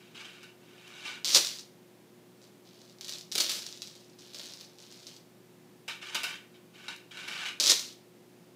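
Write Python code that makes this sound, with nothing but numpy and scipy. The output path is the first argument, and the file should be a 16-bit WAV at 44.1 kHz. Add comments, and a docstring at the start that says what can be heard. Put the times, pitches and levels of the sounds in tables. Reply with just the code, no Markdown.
"""Plastic beads on a string clatter on a hardwood floor: each contact excites a short minimum-phase pulse.
A toddler drags the necklace over a wooden table until it slides off; she gathers it, drops it,
lifts it back onto the table, and it slides off again. Decaying modes carry the sound of the table top.
Reflections and a diffuse tail of under half a second follow each click.
Filtered noise and three wavering sines form the ventilation and the appliance hum behind it all."""
import sys
import numpy as np
from scipy import signal
from scipy.fft import rfft, irfft, next_fast_len
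from scipy.io import wavfile
from scipy.ndimage import uniform_filter1d

SR = 44100
rng = np.random.default_rng(int(sys.argv[2]) if len(sys.argv) > 2 else 0)


def unload_audio(sound):
    """Save the sound as a 16-bit wav file, at the path given as the first command line argument."""
    columns = np.transpose(np.atleast_2d(sound))
    # keep every value between -1 and 1, then stretch to whole-number steps
    steps = np.round(np.clip(columns, -1, 1) * 32767)
    wavfile.write(sys.argv[1], SR, steps.astype(np.int16))


N = 377348

# Single beads that click out clearly, on the floor or against each other.
# Each row: start in seconds, peak level in dB before gain, share of bead on bead in dB.
SINGLE_BEADS = [(1.4478, -13.5, -9), (1.4709, -14, -9), (1.5867, -25.5, -9), (1.5942, -25.5, -14),
                (2.817, -36, -7), (2.8972, -38.5, -9), (2.9859, -38, -9), (3.0105, -21.5, -3.5),
                (3.0461, -23, -3), (3.0826, -24, 2), (3.0935, -19.5, -2), (3.1235, -20.5, -12),
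                (3.1363, -21, -12), (3.1848, -26.5, -1), (3.2108, -25.5, -9), (3.3217, -17.5, -13),
                (3.3535, -13, 4), (3.3803, -9, 1), (3.4953, -12.5, -6), (3.6655, -20, -6),
                (3.7266, -23.5, -19), (3.7745, -30, -3), (3.82, -18.5, -5.5), (3.8293, -28, -11),
                (3.8735, -27, -3), (3.9536, -34, 0), (4.3459, -25.5, -1), (4.4583, -31, -1),
                (4.5372, -26.5, -5), (4.6105, -29, 1), (4.7858, -34.5, -1), (4.8247, -35, -3),
                (4.9245, -32.5, 2), (5.0687, -25.5, -6), (5.1654, -32.5, 0), (6.962, -38.5, 11),
                (7.795, -14.5, -8)]
# Strokes of the fingers stirring the beads on the floor.
# Each row: start in seconds, length in seconds, level in dB before gain, change over the stroke in dB.
FINGER_STIRS = [(2.412, .07, -57, -11.5), (2.65, 0.28, -61.5, -2), (3.01, 0.07, -53, 1),
                (3.07, 0.1195, -44.5, -4.5), (3.43, 0.38, -34.5, -23.5), (3.83, 0.32, -53.5, -15),
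                (4.178, .15, -54.5, -3.5), (4.33, 0.062, -51, 6.5), (4.39, 0.27, -45, -12),
                (4.66, 0.14, -64, -4), (4.782, 0.29, -57.5, 1), (5.068, 0.096, -51.5, -8)]


def floor(stir_gain_db=-2, stir_clink_db=-10):
    """Superposition: strikes, dense small contacts, board knocks and clinks add up on the floor."""
    falls = [pouring(fall) for fall in NECKLACE_FALLS]
    stirring = strokes(FINGER_STIRS, attack_s=0.0042, release_s=0.006)
    pour = sum(falls) * contacts(per_s=600, spread_db=4.0)
    stir = amp(stir_gain_db) * stirring * contacts(per_s=260, spread_db=1.5)
    knocks = floorboards(pour, stir)
    # the more tangled the string, the more its beads hit each other
    tangle = sum(amp(fall[-1]) * gain for fall, gain in zip(NECKLACE_FALLS, falls))
    tangle = tangle + amp(stir_clink_db) * stirring
    clinks = ring(tangle * contacts(per_s=680, spread_db=6.0), click(CLINK_COLOUR))
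    strikes = ticks(SINGLE_BEADS + landings())
    poured = beads(pour, pitch_spread=0.22)
    stirred = beads(stir, pitch_spread=0.21, shift=0.96)
    return strikes + poured + stirred + knocks + clinks


# The necklace falls: its end touches down, a run of beads follows, the rest lands in a heap,
# bounces and settles. Each row: touch in seconds, heap in seconds, heap length in seconds,
# run peak level, heap peak level and settling level in dB before gain, settling length in seconds,
# share of bead on bead in dB.
NECKLACE_FALLS = [(1.2463, 1.3466, 0.032, -13.5, -1.5, -38, 0.17, -6.5),
                  (3.317, 3.402, 0.019, -23.5, -9, -36.5, 0.1, -0.5),
                  (7.6, 7.6975, 0.022, -9, -1, -42, 0.14, -9)]


def landings(run_gap_s=.0068, heap_gap_s=.0042, lead_db=10.5, lead_s=0.011, growth_db=7.5, fade_db=-12):
    """Sequential impact: the leading end hits hard, the run grows as the string speeds up, the heap fades."""
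    rows = []
    for touch, heap, heap_length, run_db, heap_db, _, _, tangle_db in NECKLACE_FALLS:
        run_length = heap - touch
        for t, scatter in succession(run_length, run_gap_s):
            lead = lead_db * np.exp(-(t / lead_s) ** 2)
            growth = growth_db * (t / run_length - 1)
            rows.append((touch + t, run_db + lead + growth + scatter, tangle_db))
        for t, scatter in succession(heap_length, heap_gap_s):
            fade = fade_db * t / heap_length
            rows.append((heap + t, heap_db + fade + scatter, tangle_db))
    return rows


def succession(length, gap_s, uneven=.6, scatter_db=2.2, count=32):
    """Quasi-periodicity: beads on a string land almost evenly; gives delays (s) and force scatter (dB)."""
    slip = rng.uniform(-.5, .5, count)  # in shares of a gap, before uneven
    scatter = rng.standard_normal(count)
    delay = gap_s * (np.arange(count) + uneven * slip)
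    delay[0] = scatter[0] = 0
    return zip(delay[delay < length], scatter_db * scatter)


def pouring(fall, run_share_db=-24, heap_share_db=-23, swell_db=4, bounce_s=0.092, settle_fade_db=-16.5):
    """Envelope shaping of the small contacts in a fall: run, heap, then settling after one bounce."""
    touch, heap, heap_length, run_db, heap_db, settle_db, settle_length, _ = fall
    stages = [(touch, heap - touch, run_db + run_share_db, swell_db),
              (heap, heap_length, heap_db + heap_share_db, 0),
              (heap + bounce_s, settle_length, settle_db, settle_fade_db)]
    return strokes(stages, attack_s=0.0027, release_s=0.0065)


# Colour of a bead struck by another bead. Each row: frequency in Hz, relative level in dB.
CLINK_COLOUR = [(300, -25.5), (2000, -10), (4000, 1), (6600, -7.5), (8500, -9), (11000, -10.5),
                (15000, -16)]


def ticks(strikes, gain_db=-2.0, pitch_spread=0.037, rebound_db=-3, rebound_s=.0016,
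          jostle_db=-2, jostle_s=.007, growth=.2, count=3, most=256):
    """Impact and rebound: each hard strike bounces once, then knocks neighbouring beads together."""
    out, clink = np.zeros(N), click(CLINK_COLOUR, size=512)
    chances = rng.random((most, count + 2))
    for (s, db, tangle_db), (pitch, hop, *waits) in zip(strikes, chances):
        pulse = click(BEAD_COLOUR, np.exp((2 * pitch - 1) * pitch_spread), size=512)
        force = amp(db + gain_db) / abs(signal.hilbert(pulse)).max()
        add(out, s, force * pulse)
        # soft strikes stay clean, hard ones shake the string
        shake = force * amp(growth * db)
        add(out, s + (.5 + hop) * rebound_s, shake * amp(rebound_db) * pulse)
        for wait in waits:
            add(out, s + wait * jostle_s, shake * amp(jostle_db + tangle_db) * clink)
    return out


# Colour of a bead on the floor. Each row: frequency in Hz, relative level in dB.
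BEAD_COLOUR = [(100, -47.5), (400, -24.5), (1000, -23), (2000, -19), (3000, -11.5), (3800, -1.5),
               (5200, -0.5), (6400, -4.5), (7800, -12), (10000, -24.5), (15000, -29.5)]


def beads(train, pitch_spread, shift=1, count=5):
    """Contact time sets pitch: every contact lasts a little longer or shorter, so clicks differ in pitch."""
    which = rng.integers(0, count, N)
    out = np.zeros(N)
    for k, offset in enumerate(np.linspace(-1, 1, count)):
        pulse = click(BEAD_COLOUR, shift * np.exp(offset * pitch_spread))
        out += ring(train * (which == k), pulse)
    return out


# Bunched beads landing on the boards. Each row: start in seconds, level in dB before gain.
HEAP_THUDS = [(1.347, -41.5), (1.36, -32.5), (3.353, -42), (3.38, -44), (3.402, -56), (7.603, -46.5),
              (7.622, -57.5), (7.7, -47), (7.715, -38.5)]
# Colour of the floorboards. Each row: frequency in Hz, relative level in dB.
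BOARD_COLOUR = [(60, -33), (120, -26), (190, -15.5), (350, 4.5), (450, 3), (620, 0), (900, -4.5),
                (1500, -7), (2500, -10), (5000, -23.5), (12000, -36)]


def floorboards(pour, stir, thud_gain_db=-1, pour_db=-15, rub_db=-12):
    """Forced panel vibration: small contacts drive the boards, and a landing heap makes them knock."""
    drive = amp(pour_db) * pour + amp(rub_db) * stir
    knocks = ring(drive, wood(BOARD_COLOUR, t60=0.012))
    for s, db in HEAP_THUDS:
        knock = wood(BOARD_COLOUR, t60=0.099)
        onset_rms = knock[:SR // 100].std()
        add(knocks, s, amp(db + thud_gain_db) * knock / onset_rms)
    return knocks


# Pulls of the string over the table.
# Each row: start in seconds, length in seconds, level in dB before gain, change over the pull in dB.
STRING_DRAGS = [(0, 0.28, -59, -12), (.15, 0.35, -47, -15), (.6, 0.49, -66, 21), (1.05, 0.12, -44.5, -3.5),
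                (5.89, 0.061, -40.5, -10.5), (6.017, 0.15, -45.5, 1), (6.15, 0.072, -38.5, -7),
                (6.236, 0.12, -36, -11), (6.54, 0.021, -56.5, -6), (6.733, 0.14, -56, 4.5),
                (6.885, .05, -43.5, -5.5), (7.12, 0.047, -55.5, 9), (7.168, 0.13, -44, -4),
                (7.28, 0.21, -42, 4.5)]
# Runs of beads slapping down on the table.
# Each row: start in seconds, level in dB before gain, length in seconds,
# clatter of bead on bead in dB before gain.
TABLE_SLAPS = [(0.146, -49.5, 0.015, -14), (.208, -44, 0.0046, -14), (0.246, -47.5, 0.011, -14),
               (0.429, -50, 0.016, 4), (0.876, -52, 0.0067, 9), (1.056, -44, 0.011, -16),
               (5.879, -35.5, 0.011, 4.5), (5.895, -40.5, 0.021, -16), (6.015, -46.5, 0.0177, -16),
               (6.147, -29, 0.013, 7), (6.233, -36, 0.015, 13), (6.882, -33.5, 0.0076, -20),
               (7.109, -48.5, 0.019, -11), (7.278, -38.5, 0.0078, 6), (7.407, -53, 0.0071, -20),
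               (7.455, -36.5, 0.01, -16)]


def table(drag_gain_db=-2.0, slap_gain_db=-1, drag_clatter_db=-19, slap_clatter_db=-12, count=9):
    """Source and resonator: beads bump over the edge and slap on the top, which rings under them."""
    pulls = strokes(STRING_DRAGS, attack_s=0.0034, release_s=.016)
    drive = amp(drag_gain_db) * contacts(per_s=1400, spread_db=3) * pulls
    clatter = amp(drag_clatter_db) * drive
    for s, db, length, clatter_db in TABLE_SLAPS:
        # cubed noise is spiky, like a burst of separate impacts
        run = rng.standard_normal(SR // 20)[:max(int(length * SR), 2)] ** 3
        run = amp(db + slap_gain_db) * run / run.std()
        add(drive, s, run)
        add(clatter, s, amp(clatter_db + slap_clatter_db) * run)
    spots = [top(modes_db=-1.5, contact_db=-3.0, t60=0.022) for _ in range(count)]
    return roam(drive, spots, cycle_s=.07) + ring(clatter, click(CLINK_COLOUR))


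# Colour of the table top. Each row: frequency in Hz, relative level in dB.
TABLE_COLOUR = [(100, -29), (400, -13.5), (750, -10.5), (1100, -7.5), (1500, 1.5), (1950, -1.5), (2400, 2),
                (3200, 1.5), (4500, -3.5), (6500, -10), (9000, -16), (15000, -36)]
# Ringing of the table top. Each row: frequency in Hz, relative level in dB, 60 dB decay time in seconds.
TABLE_RINGING = [(930, -6, 0.061), (1202, -4, 0.092), (1498, 3.5, 0.077), (1601, -2.5, .06), (1747, 0, .07),
                 (2260, -5, .04), (2400, -7, 0.03985), (2694, 0, 0.048), (3010, 3.5, .045),
                 (3680, -0.5, .04), (4070, -7, .035)]


def top(modes_db, contact_db, t60):
    """Modal synthesis: the spot struck on the table decides how strongly each mode rings."""
    t = np.arange(SR // 8) / SR
    modes = np.zeros(len(t))
    for hz, db, decay in TABLE_RINGING:
        strength = rng.uniform(0.31, 1)
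        sine = np.sin(2 * np.pi * (hz * t + rng.random()))
        modes += amp(db - 60 * t / decay) * strength * sine
    sound = wood(TABLE_COLOUR, t60) + amp(modes_db) * unit(modes)
    add(sound, 0, amp(contact_db) * click(TABLE_COLOUR))
    return unit(sound)


def contacts(per_s, spread_db, size=2200):
    """Random-impulse process: bead contacts of uneven force, held to a local mean power near 1."""
    train = np.zeros(N)
    at = np.flatnonzero(rng.random(N) < per_s / SR)
    excess = np.minimum(rng.exponential(1, N)[at], 3)
    train[at] = amp(spread_db * excess) * rng.choice([-1, 1], N)[at]
    return train / np.sqrt(abs(uniform_filter1d(train ** 2, size)) + 1 / size)


def strokes(rows, attack_s, release_s):
    """Amplitude envelope: each stroke sets in, swells or fades evenly in dB, and dies away."""
    gain = np.zeros(N)
    t = np.arange(SR) / SR
    for start, length, db, change_db in rows:
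        gate = np.minimum(t / attack_s, 1) * np.exp(-np.maximum(t - length, 0) / release_s)
        add(gain, start, gate * amp(db + change_db * np.minimum(t / length, 1)))
    return gain


def click(spectrum, shift=1, size=2048):
    """Minimum phase: the most compact causal pulse with this spectrum, moved in pitch by the factor shift."""
    hz = abs(np.fft.fftfreq(size, 1 / SR)) / shift
    log_gain = np.log(amp(read(spectrum, hz)))
    # the Hilbert transform of the log gain gives the phase
    response = np.exp(np.conj(signal.hilbert(log_gain)))
    return unit(np.fft.ifft(response).real[:size // 2])


def wood(spectrum, t60):
    """High modal density: decaying noise stands for many close, quickly dying modes of a wooden panel."""
    t = np.arange(SR // 8) / SR
    burst = rng.standard_normal(len(t)) * amp(-60 * t / t60)
    return unit(signal.fftconvolve(burst, click(spectrum))[:len(t)])


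def ring(x, response):
    """Convolution: every impulse in the drive sets off the whole response."""
    return signal.oaconvolve(x, response)[:N]


def roam(x, responses, cycle_s):
    """Equal-power crossfade: the beads keep moving, so each response hands over smoothly to the next."""
    count = len(responses)
    place = np.arange(0, count, count / (cycle_s * SR))
    out = np.zeros(N)
    for k, response in enumerate(responses):
        distance = np.minimum(abs((place - k + 1) % count - 1), 1)
        share = np.cos(np.pi / 2 * distance)
        out += ring(x * np.resize(share, N), response)
    return out


def amp(db):
    """Decibel law: the amplitude ratio of a level."""
    return 10 ** (np.asarray(db) / 20)


def unit(x):
    """Energy normalisation: scales to an energy of 1."""
    return x / np.sqrt(np.sum(x ** 2) + 1e-20)


def read(points, hz):
    """Logarithmic interpolation: reads a curve on a log-frequency axis."""
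    f, value = np.transpose(points)
    return np.interp(np.log(hz + 1), np.log(f + 1), value)


def add(mix, s, sound):
    """Superposition in place: adds a sound to the mix from s seconds on."""
    part = mix[max(round(s * SR), 0):][:len(sound)]
    part += sound[:len(part)]


def room(x, wet_db, early_db, count=5):
    """Direct and reflected sound: the echoes come from wherever the beads are."""
    return x + roam(x, [echoes(wet_db, early_db) for _ in range(count)], cycle_s=.05)


# Decay of the living room. Each row: frequency in Hz, 60 dB decay time in seconds.
ROOM_DECAY = [(200, 0.18), (700, 0.3), (2000, 0.43), (4500, 0.33), (8000, 0.3135), (14000, 0.4)]


def echoes(wet_db, early_db, build_s=0.0031, count=8):
    """Reverberation: early reflections off nearby furniture and a diffuse tail that decays by frequency."""
    hz, t, noise = signal.stft(rng.standard_normal(SR // 2), SR, nperseg=256)
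    decay = amp(-60 * t / read(ROOM_DECAY, hz)[:, None])
    build = 1 - np.exp(-t / build_s)
    tail = signal.istft(noise * decay * build, SR, nperseg=256)[1]
    early = np.zeros(len(tail))
    # 2.5 to 20 ms after the direct sound
    early[rng.integers(SR // 400, SR // 50, count)] = rng.choice([-1, 1], count)
    return amp(wet_db) * unit(tail) + amp(early_db) * unit(early)


# Colour of the ventilation noise. Each row: frequency in Hz, relative level in dB.
AIR_COLOUR = [(30, -23.5), (80, -9), (110, -14), (165, 5), (260, 2), (400, -2.5), (500, -4.5), (800, -9.5),
              (1300, -15.5), (2500, -16.5), (5000, -20.5), (10000, -24.5), (15500, -25)]
# Appliance hum. Each row: frequency in Hz, rms level in dB before the waver.
APPLIANCE_HUM = [(119.8, -68.5), (167, -75.5), (360.5, -63)]


def background(air_db=-58.5, waver=0.065):
    """Filtered noise and amplitude modulation: soft ventilation noise and a slightly wavering hum."""
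    size = next_fast_len(N)
    gain = amp(read(AIR_COLOUR, np.fft.rfftfreq(size, 1 / SR)))
    air = irfft(rfft(rng.standard_normal(size)) * gain, size)[:N]
    t = np.arange(N) / SR
    knots = np.linspace(0, t[-1], num=40)
    hum = np.zeros(N)
    for hz, db in APPLIANCE_HUM:
        sine = np.sqrt(2) * np.sin(2 * np.pi * (hz * t + rng.random()))
        drift = 1 + waver * np.interp(t, knots, rng.standard_normal(len(knots)))
        hum += amp(db) * sine * drift
    return amp(air_db) * air / air.std() + hum


def scene():
    """Superposition: floor and table sound in the room, over the background."""
    necklace = floor() + table()
    return (room(necklace, wet_db=-3.5, early_db=-9.5) + background())[None]


def record(dry, low_cut_hz=110, edge_hz=15600):
    """Band limiting: a small microphone with no deep bass, then a steep upper edge."""
    low_cut = signal.butter(3, low_cut_hz, "high", fs=SR, output="sos")
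    thin = signal.sosfilt(low_cut, dry)
    band_limit = signal.firwin(511, edge_hz, window=("kaiser", 9), fs=SR)
    return signal.oaconvolve(thin, band_limit[None], "same")


dry = scene()
out = record(dry)
unload_audio(out)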